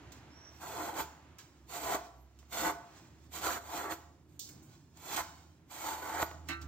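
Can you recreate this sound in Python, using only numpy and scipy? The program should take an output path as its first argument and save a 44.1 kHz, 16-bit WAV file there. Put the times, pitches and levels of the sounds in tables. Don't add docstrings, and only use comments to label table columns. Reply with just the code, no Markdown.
import sys
import numpy as np
from scipy import signal
from scipy.fft import rfft, irfft, next_fast_len
from scipy.io import wavfile
from scipy.ndimage import uniform_filter1d, map_coordinates

SR = 44100
rng = np.random.default_rng(int(sys.argv[2]) if len(sys.argv) > 2 else 0)


def generate_wav(signal):
    frames = np.transpose(np.atleast_2d(signal))
    scaled = np.clip(frames, -1, 1) * 32767
    pcm = np.round(scaled).astype(np.int16)
    wavfile.write(sys.argv[1], SR, pcm)


N = 294147
TIME = np.arange(N) / SR


def undb(db):
    return 10 ** (np.asarray(db) / 20)


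def level(x, db):
    return x * undb(db) / np.sqrt(np.mean(x ** 2))


def over_hz(table, size):
    hz, value = np.transpose(table)
    bins_hz = np.fft.rfftfreq(size, 1 / SR)
    return np.interp(np.log(bins_hz + 1), np.log(hz + 1), value)


def colour(x, table):
    size = next_fast_len(N)
    shaped = rfft(x, size) * undb(over_hz(table, size))
    return irfft(shaped, size)[..., :N]


def filtered(x, order, hz, kind):
    return signal.sosfilt(signal.butter(order, hz, kind, fs=SR, output="sos"), x)


def ring(x, hz, t60):
    decay = np.exp(-np.log(1000) / (max(t60, .001) * SR))
    turn = 2 * np.pi * hz / SR
    return signal.lfilter([0, decay * np.sin(turn)], [1, -2 * decay * np.cos(turn), decay * decay], x)


def walk(rate):
    hold = int(SR / rate)
    steps = np.repeat(rng.standard_normal(N // hold + 1), hold)
    smooth = uniform_filter1d(uniform_filter1d(steps, hold), hold)
    return 1.116 * smooth[:N]


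def grit(rate, spread_db, noise):
    size = undb(spread_db * np.minimum(rng.exponential(size=(2, N)), 2.5))
    slips = (rng.random((2, N)) < rate / SR) * size * rng.choice([-1, 1], size=(2, N))
    fine = noise * rng.standard_normal((2, N))
    return (level(slips, 0) + fine) / np.hypot(1, noise)


def burst(s, t60):
    return (TIME >= s) * np.exp(-np.log(1000) * np.maximum(TIME - s, 0) / max(t60, .002))


def swell(s, db, rise, t60):
    return undb(db - 60 * np.maximum((s - TIME) / rise, (TIME - s) / t60))


def tone(table, waver, flutter_db, rate):
    s, hz, db = np.transpose(table)
    pitch = np.interp(TIME, s, hz) * (1 + waver * walk(rate))
    phase = 2 * np.pi * np.cumsum(pitch) / SR
    size = uniform_filter1d(undb(np.interp(TIME, s, db, -200, -200)), size=256)
    return np.sqrt(2) * size * undb(flutter_db * walk(rate)), phase


# time_s, pitch_hz, level_db (relative)
BIRD = [(.3, 5200, -80), (.34, 5520, -70), (.39, 5700, -68), (.48, 5750, -65), (.53, 5710, -71),
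        (.59, 5700, -72), (.61, 5680, -82)]


def bird_whistle():
    size, phase = tone(BIRD, .003, 1.5, 50)
    breath = uniform_filter1d(uniform_filter1d(rng.standard_normal(N), size=90), size=90)
    breath = level(breath, -1.4)
    return size * (np.sin(phase) * (1.2 + .6 * breath) + .7 * breath * np.sin(.95 * phase))


SQUEAK_S, SQUEAK_HZ, SQUEAK_DB = 2.21, 12200, -79


def faint_squeak():
    noise = ring(ring(rng.standard_normal(N), SQUEAK_HZ, .003), SQUEAK_HZ, 0.0035)
    return level(noise, SQUEAK_DB) * np.exp(-((TIME - SQUEAK_S) / 0.046) ** 2)


# time_s, pitch_hz, level_db (relative)
HUM = [(0.0, 65, -60), (0.43, 79, -67.5), (1.06, 74.1, -59), (1.45, 76.8, -75.5), (1.6, 66.1, -63.5),
       (2.23, 66.5, -62.5), (2.8, 74.6, -65), (2.92, 69.6, -74), (3.27, 71.8, -58.5), (4.48, 79.9, -67.5),
       (4.79, 75.5, -75), (5.16, 79.4, -60.5), (5.79, 80.6, -68.5), (5.89, 73.9, -64), (6.08, 80.9, -62),
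       (6.67, 77.5, -48)]


def low_hum():
    size, phase = tone(HUM, 0.0205, 2.6, 14)
    return size * (np.sin(phase) + undb(-13.5) * np.sin(2 * phase))


# time_s, rumble_db, hiss_db (relative levels)
BACKGROUND = [(0, -61.5, -60), (.55, -62.5, -63), (1.3, -65, -65), (1.62, -67, -73), (2.3, -70.5, -75.5),
              (2.95, -63.5, -63.5), (3.25, -65, -73.5), (4.3, -68, -78), (4.55, -61.5, -69),
              (4.9, -63.5, -82), (5.62, -70, -75), (6.45, -61, -70), (6.67, -59, -64)]
# pitch_hz, level_db (dB per Hz)
BACKGROUND_COLOUR = [(30, -13), (55, -3.5), (100, 3.5), (157, 2), (200, -6), (270, -1.5), (330, -0.5),
                     (460, -18), (960, -18), (2160, -23), (5400, -34.5), (7000, -33), (9500, -51),
                     (16000, -51)]


def background_noise():
    s, rumble_db, hiss_db = np.transpose(BACKGROUND)
    wash = colour(rng.standard_normal((2, N)), BACKGROUND_COLOUR)
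    rumble = level(filtered(wash, 4, 600, "low"), 3)
    rumble = rumble * undb(np.interp(TIME, s, rumble_db) + 1.5 * walk(5))
    hiss = level(filtered(wash, 4, 600, "high"), 0)
    return rumble + hiss * undb(np.interp(TIME, s, hiss_db))


def background():
    return bird_whistle() + faint_squeak() + low_hum() + background_noise()


SHED_DB = -13.5
# pitch_hz, t60_s (time to fall 60 dB)
SHED_T60 = [(100, 0.77), (1000, 0.64), (3000, 0.35), (12000, 0.26)]


def shed(x):
    t = np.arange(SR) / SR
    f, frames, spec = signal.stft(rng.standard_normal((2, SR)), SR, nperseg=256)
    spec = spec * np.exp(-np.log(1000) * frames / over_hz(SHED_T60, size=256)[:, None])
    tail = signal.istft(spec, SR, nperseg=256)[1][:, :SR] * (t > .006)
    tail = tail / np.sqrt(np.sum(tail ** 2, axis=1, keepdims=True))
    return undb(SHED_DB) * signal.fftconvolve(x[None], tail, axes=1)[:, :N]


CLINK_S, CLINK_DB, CLINK_RATTLE_S = 6.486, -37, 0.072
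# pitch_hz, peak_db (relative), t60_s
METAL = [(336, -1, .3), (1190, -7, .45), (1351, -11, .55), (1540, -3, .27), (1610, -10, .2),
         (1814, -7, .25), (1916, -11, .25), (2019, -10, .2), (2180, -6, .2), (2670, -7, .22),
         (2896, -16, .15), (3790, -10, .12), (4118, -8, .12)]


def clink():
    rise = np.clip((TIME - CLINK_S) / CLINK_RATTLE_S, 0, 1)
    blow = np.sin(np.pi * rise ** 0.4) * rng.standard_normal((2, N))
    ringing = 0
    for hz, db, t60 in METAL:
        mode = ring(blow, hz, t60)
        ringing = ringing + undb(db) * mode / np.abs(mode).max(axis=1, keepdims=True)
    clack = level(ring(blow, 2300, 0.0023), 0) / np.sqrt(N / SR / CLINK_RATTLE_S)
    return undb(CLINK_DB) * (ringing + undb(-11) * clack)


# pitch_hz, level_db (dB per Hz)
RUSTLE = [(500, -14.5), (1000, -2.5), (1850, -10.5), (3140, -11), (5300, -9.5), (7450, -9), (10300, -30),
          (14500, -22.5), (16000, -16.5)]
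# loudest_s, level_db, rise_s (60 dB up), t60_s (60 dB down)
RUSTLES = [(.123, -54.5, .01, .3), (.52, -68, 0.25, 0.87), (1.02, -52.5, .05, .55),
           (1.39, -64.5, .05, 1.46), (1.97, -53.5, .05, 0.67), (2.43, -71, 0.55, 1.5),
           (2.72, -56, .05, 0.47), (2.97, -62, 0.58, 1.1), (3.264, -71, 0.26, 0.082),
           (3.95, -60, .05, 0.82), (4.738, -63, 0.96, 0.78), (4.97, -65, 0.12, .15),
           (5.231, -51.5, .05, 0.84), (6.26, -54.5, .05, 0.64), (6.492, -50, 0.068, 0.23),
           (6.618, -51, 0.026, 0.14)]
# start_s, level_db, tail_t60_s, tail_db (against the crack), low_edge_hz
TICKS = [(.12, -45, 0.053, 5, 3540), (.39, -71, 0.07, -8, 5640), (1.385, -44, 0.21, 3, 1210),
         (2.389, -52.5, 0.19, 0.5, 2534), (3.241, -56, 0.087, -10, 2490), (4.393, -30, 0.46, -3, 3400),
         (4.49, -41, 0.14, -3.5, 1500), (4.625, -57.5, 0.33, 8, 6010), (4.972, -45, .05, -13, 3015),
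         (5.089, -48, .04, -8, 5000), (6.487, -30.5, 0.13, -6, 1190), (6.614, -46, .12, 1, 3560)]


def rustles_and_ticks():
    rubbing = colour(grit(3000, 1.5, 2.5) * undb(1.5 * walk(25)), RUSTLE)
    out = level(rubbing, 0) * sum(swell(*row) for row in RUSTLES)
    crisp = level(colour(rng.standard_normal((2, N)), FIBRES), -7.5)
    soft = level(colour(rng.standard_normal((2, N)), RUSTLE), -7.5)
    for s, db, t60, tail_db, low_hz in TICKS:
        span = slice(int(s * SR), int((s + .5) * SR))
        crack = burst(s, 0.027) * crisp + undb(tail_db) * burst(s, t60) * soft
        out[:, span] += undb(db) * filtered(crack[:, span], 6, low_hz, "high")
    return out


def body(force, modes, drift_db, tilt_db):
    out = 0
    for k, (hz, width, db) in enumerate(modes):
        feed = undb(db + drift_db * walk(14) + tilt_db * np.log2(hz / 900))
        out = out + (-1) ** k * width * ring(force * feed, hz, np.log(1000) / (np.pi * width))
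    power = sum(undb(2 * db) * width for hz, width, db in modes) * SR / (4 * np.pi)
    return out / np.sqrt(power)


# delay_s, level_db (relative)
ECHOES = [(.0013, -8), (.0029, -7), (.0047, -9)]


def echo(x):
    out = x
    rows = np.repeat([[0], [1]], N, axis=1)
    for s, db in ECHOES:
        late = TIME - s * (1 + .09 * walk(4))
        places = np.tile(np.round(late * SR), (2, 1))
        out = out + undb(db) * map_coordinates(x, [rows, places], order=0)
    return undb(-2) * out


# (brightness, dB per octave)
PUSHES = [(.5, 0.562, 0.72, -85, -73, -81, -66, -5), (0.615, 0.848, 0.93, -46.5, -35.5, -52, -46.5, -3),
          (0.942, 0.994, 1.012, -42, -30.5, -52.5, -40, -1.5),
          (1.694, 1.755, 1.795, -53, -40, -54.5, -42.5, -1.5),
          (1.789, 1.946, 1.954, -40.5, -30, -46, -39.5, -1), (2.53, 2.659, 2.704, -43, -30, -42, -39, 0.2),
          (3.335, 3.36, 3.4, -47.5, -43, -47, -44, 1.3), (3.419, 3.466, 3.575, -44, -31, -42.5, -35.5, 0.7),
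          (3.61, 3.767, 3.92, -59, -33, -60.5, -43.5, -0.7),
          (3.903, 3.913, 3.932, -36.5, -37.5, -46, -43, -0.3), (4.29, 4.36, 4.38, -85, -85, -75, -75, -2),
          (4.973, 5.146, 5.15, -63.5, -35.5, -63.5, -38, 1),
          (5.166, 5.171, 5.204, -39, -33, -35.5, -37, 3.5),
          (5.709, 5.892, 6.017, -51.5, -38.5, -53.5, -41.5, 0),
          (6.02, 6.174, 6.24, -40.5, -38, -49.5, -46.5, 1),
          (6.176, 6.229, 6.22, -36.5, -29, -46.5, -37.5, -0.5)]
LAND_DB_PER_S = 797


def pushes(bite_db, peak_db, ease, lift):
    out = np.full(N, -200.)
    for (bite_s, peak_s, end_s), first, top in zip(np.array(PUSHES)[:, :3], bite_db, peak_db):
        last = top - ease * (end_s - peak_s)
        db = np.interp(TIME, [bite_s, peak_s, end_s], [first, top, last])
        db = db - LAND_DB_PER_S * np.maximum(bite_s - TIME, 0) - lift * np.maximum(TIME - end_s, 0)
        out = np.maximum(out, db)
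    return uniform_filter1d(out, size=128)


SCRAPE_EASE_DB_PER_S, HISS_EASE_DB_PER_S = 61, 92
SCRAPE_LIFT_DB_PER_S, HISS_LIFT_DB_PER_S = 802, 623
TILT_PER_DB = 0.1329
STEEL_DB = -14
# pitch_hz, width_hz, level_db (relative)
HIDE = [(318.3, 22.3, -1), (397, 36, -5), (529, 92, -9), (618, 41, -5.5), (698, 40, 1), (872, 87, 2.5),
        (977, 136, -1), (988, 39, 5.5), (1141, 31, -3.5), (1336, 74, -0.5), (1480, 56, -3), (1607, 99, -6),
        (1930, 153, -9.5), (2315, 230, -20), (1000, 630, -12.5)]
# pitch_hz, level_db (dB per Hz)
FIBRES = [(880, -6), (1500, -12.5), (1760, -19.5), (2040, -3), (2800, -7), (3350, -3.5), (3730, -10),
          (4420, -4), (5330, -14.5), (5830, -7), (7460, -1.5), (10500, -20.5), (11900, -12), (15100, -7.5),
          (16000, -39)]
# pitch_hz, width_hz, level_db (relative)
STEEL = [(2750, 38, 8), (3386, 200, 5.5), (4210, 68, 7), (4550, 40, -21), (5880, 69, 11.5), (7280, 98, 5),
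         (7267, 100, 14.5), (8200, 100, -8)]
# time_s, thump_db (relative), ping_db (blade against thump)
JUMPS = [(1.004, -25, -27), (1.947, -27, -39), (2.429, -47.5, -45), (2.525, -37, -39), (2.657, -40, -30),
         (2.697, -32, -37), (3.32, -51, -30), (3.922, -21, -34), (5.203, -28, -45), (5.699, -50, -30),
         (6.228, -15, -34), (6.314, -31.5, -39)]
# pitch_hz, level_db (relative), t60_s
BLADE = [(4800, -7, 0.12), (6885, -8, .5), (14000, 7, 0.13)]


def knife():
    _, peaks, _, scrape_bite, scrape_peak, hiss_bite, hiss_peak, tilt = np.transpose(PUSHES)
    press_db = pushes(scrape_bite, scrape_peak, SCRAPE_EASE_DB_PER_S, SCRAPE_LIFT_DB_PER_S)
    short_db = np.maximum(press_db - np.interp(TIME, peaks, scrape_peak), -25)
    tilt_db = np.interp(TIME, peaks, tilt) + TILT_PER_DB * short_db
    force = grit(1200, 2.3, 0.76) * undb(1.5 * walk(40) + press_db)

    thump, flick = np.zeros(N), np.zeros(N)
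    for s, db, ping_db in JUMPS:
        thump[int(s * SR)] = undb(db)
        flick[int(s * SR)] = undb(db + ping_db)
    scrape = body(force + undb(9.0) * thump, HIDE, 1.92, tilt_db)
    scrape = filtered(scrape, 2, 240, "high")
    snap = undb(5) * ring(thump, 1370, 0.001)
    ping = sum(undb(db) * ring(flick, hz, t60) for hz, db, t60 in BLADE)

    rasp = grit(2500, 6.0, 0.85) * undb(1.0 * walk(45))
    hiss = level(colour(rasp, FIBRES), 0) + undb(STEEL_DB) * body(rasp, STEEL, 3.5, 0)
    hiss = hiss * undb(pushes(hiss_bite, hiss_peak, HISS_EASE_DB_PER_S, HISS_LIFT_DB_PER_S))
    return scrape + echo(hiss) + snap + ping


PORT_LAG_S = 6e-5
# pitch_hz, difference_db (left minus right)
PORT_DB = [(60, -2.5), (110, -2.5), (200, -1.0), (380, -3.0), (700, -1.0), (1290, -0.5), (2380, -3.5),
           (4400, -4.0), (8120, -6.5), (15000, -10.5)]
# pitch_hz, likeness (0 to 1)
ALIKE = [(50, 1), (300, 0.9), (1000, 0.6), (2500, 0.4), (5000, 0.43), (9000, 0.43), (15000, 0.47)]


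def ports(pair):
    size = next_fast_len(N)
    a, b = rfft(pair, size)
    alike = np.clip(over_hz(ALIKE, size), 0, 1)
    late = np.exp(-2j * np.pi * np.fft.rfftfreq(size, 1 / SR) * PORT_LAG_S)
    right = late * (alike * a + np.sqrt(1 - alike ** 2) * b)
    tilt = over_hz(PORT_DB, size) / 2
    return irfft(np.array([a, right]) * undb([tilt, -tilt]), size)[:, :N]


CLINK_PAN_DB = 5


def scene():
    pan = undb([[-CLINK_PAN_DB / 2], [CLINK_PAN_DB / 2]])
    near = knife() + echo(rustles_and_ticks()) + clink() * pan
    return ports(near + shed(near[0]) + background())


MIC_LOW_HZ, MIC_HISS_DB, TOP_HZ = 53, -84.5, 15850


def record(dry):
    x = filtered(dry, 4, MIC_LOW_HZ, "high")
    x = x + undb(MIC_HISS_DB) * rng.standard_normal(x.shape)
    return signal.sosfilt(signal.ellip(10, .2, 70, TOP_HZ, fs=SR, output="sos"), x)


dry = scene()
out = record(dry)
generate_wav(out)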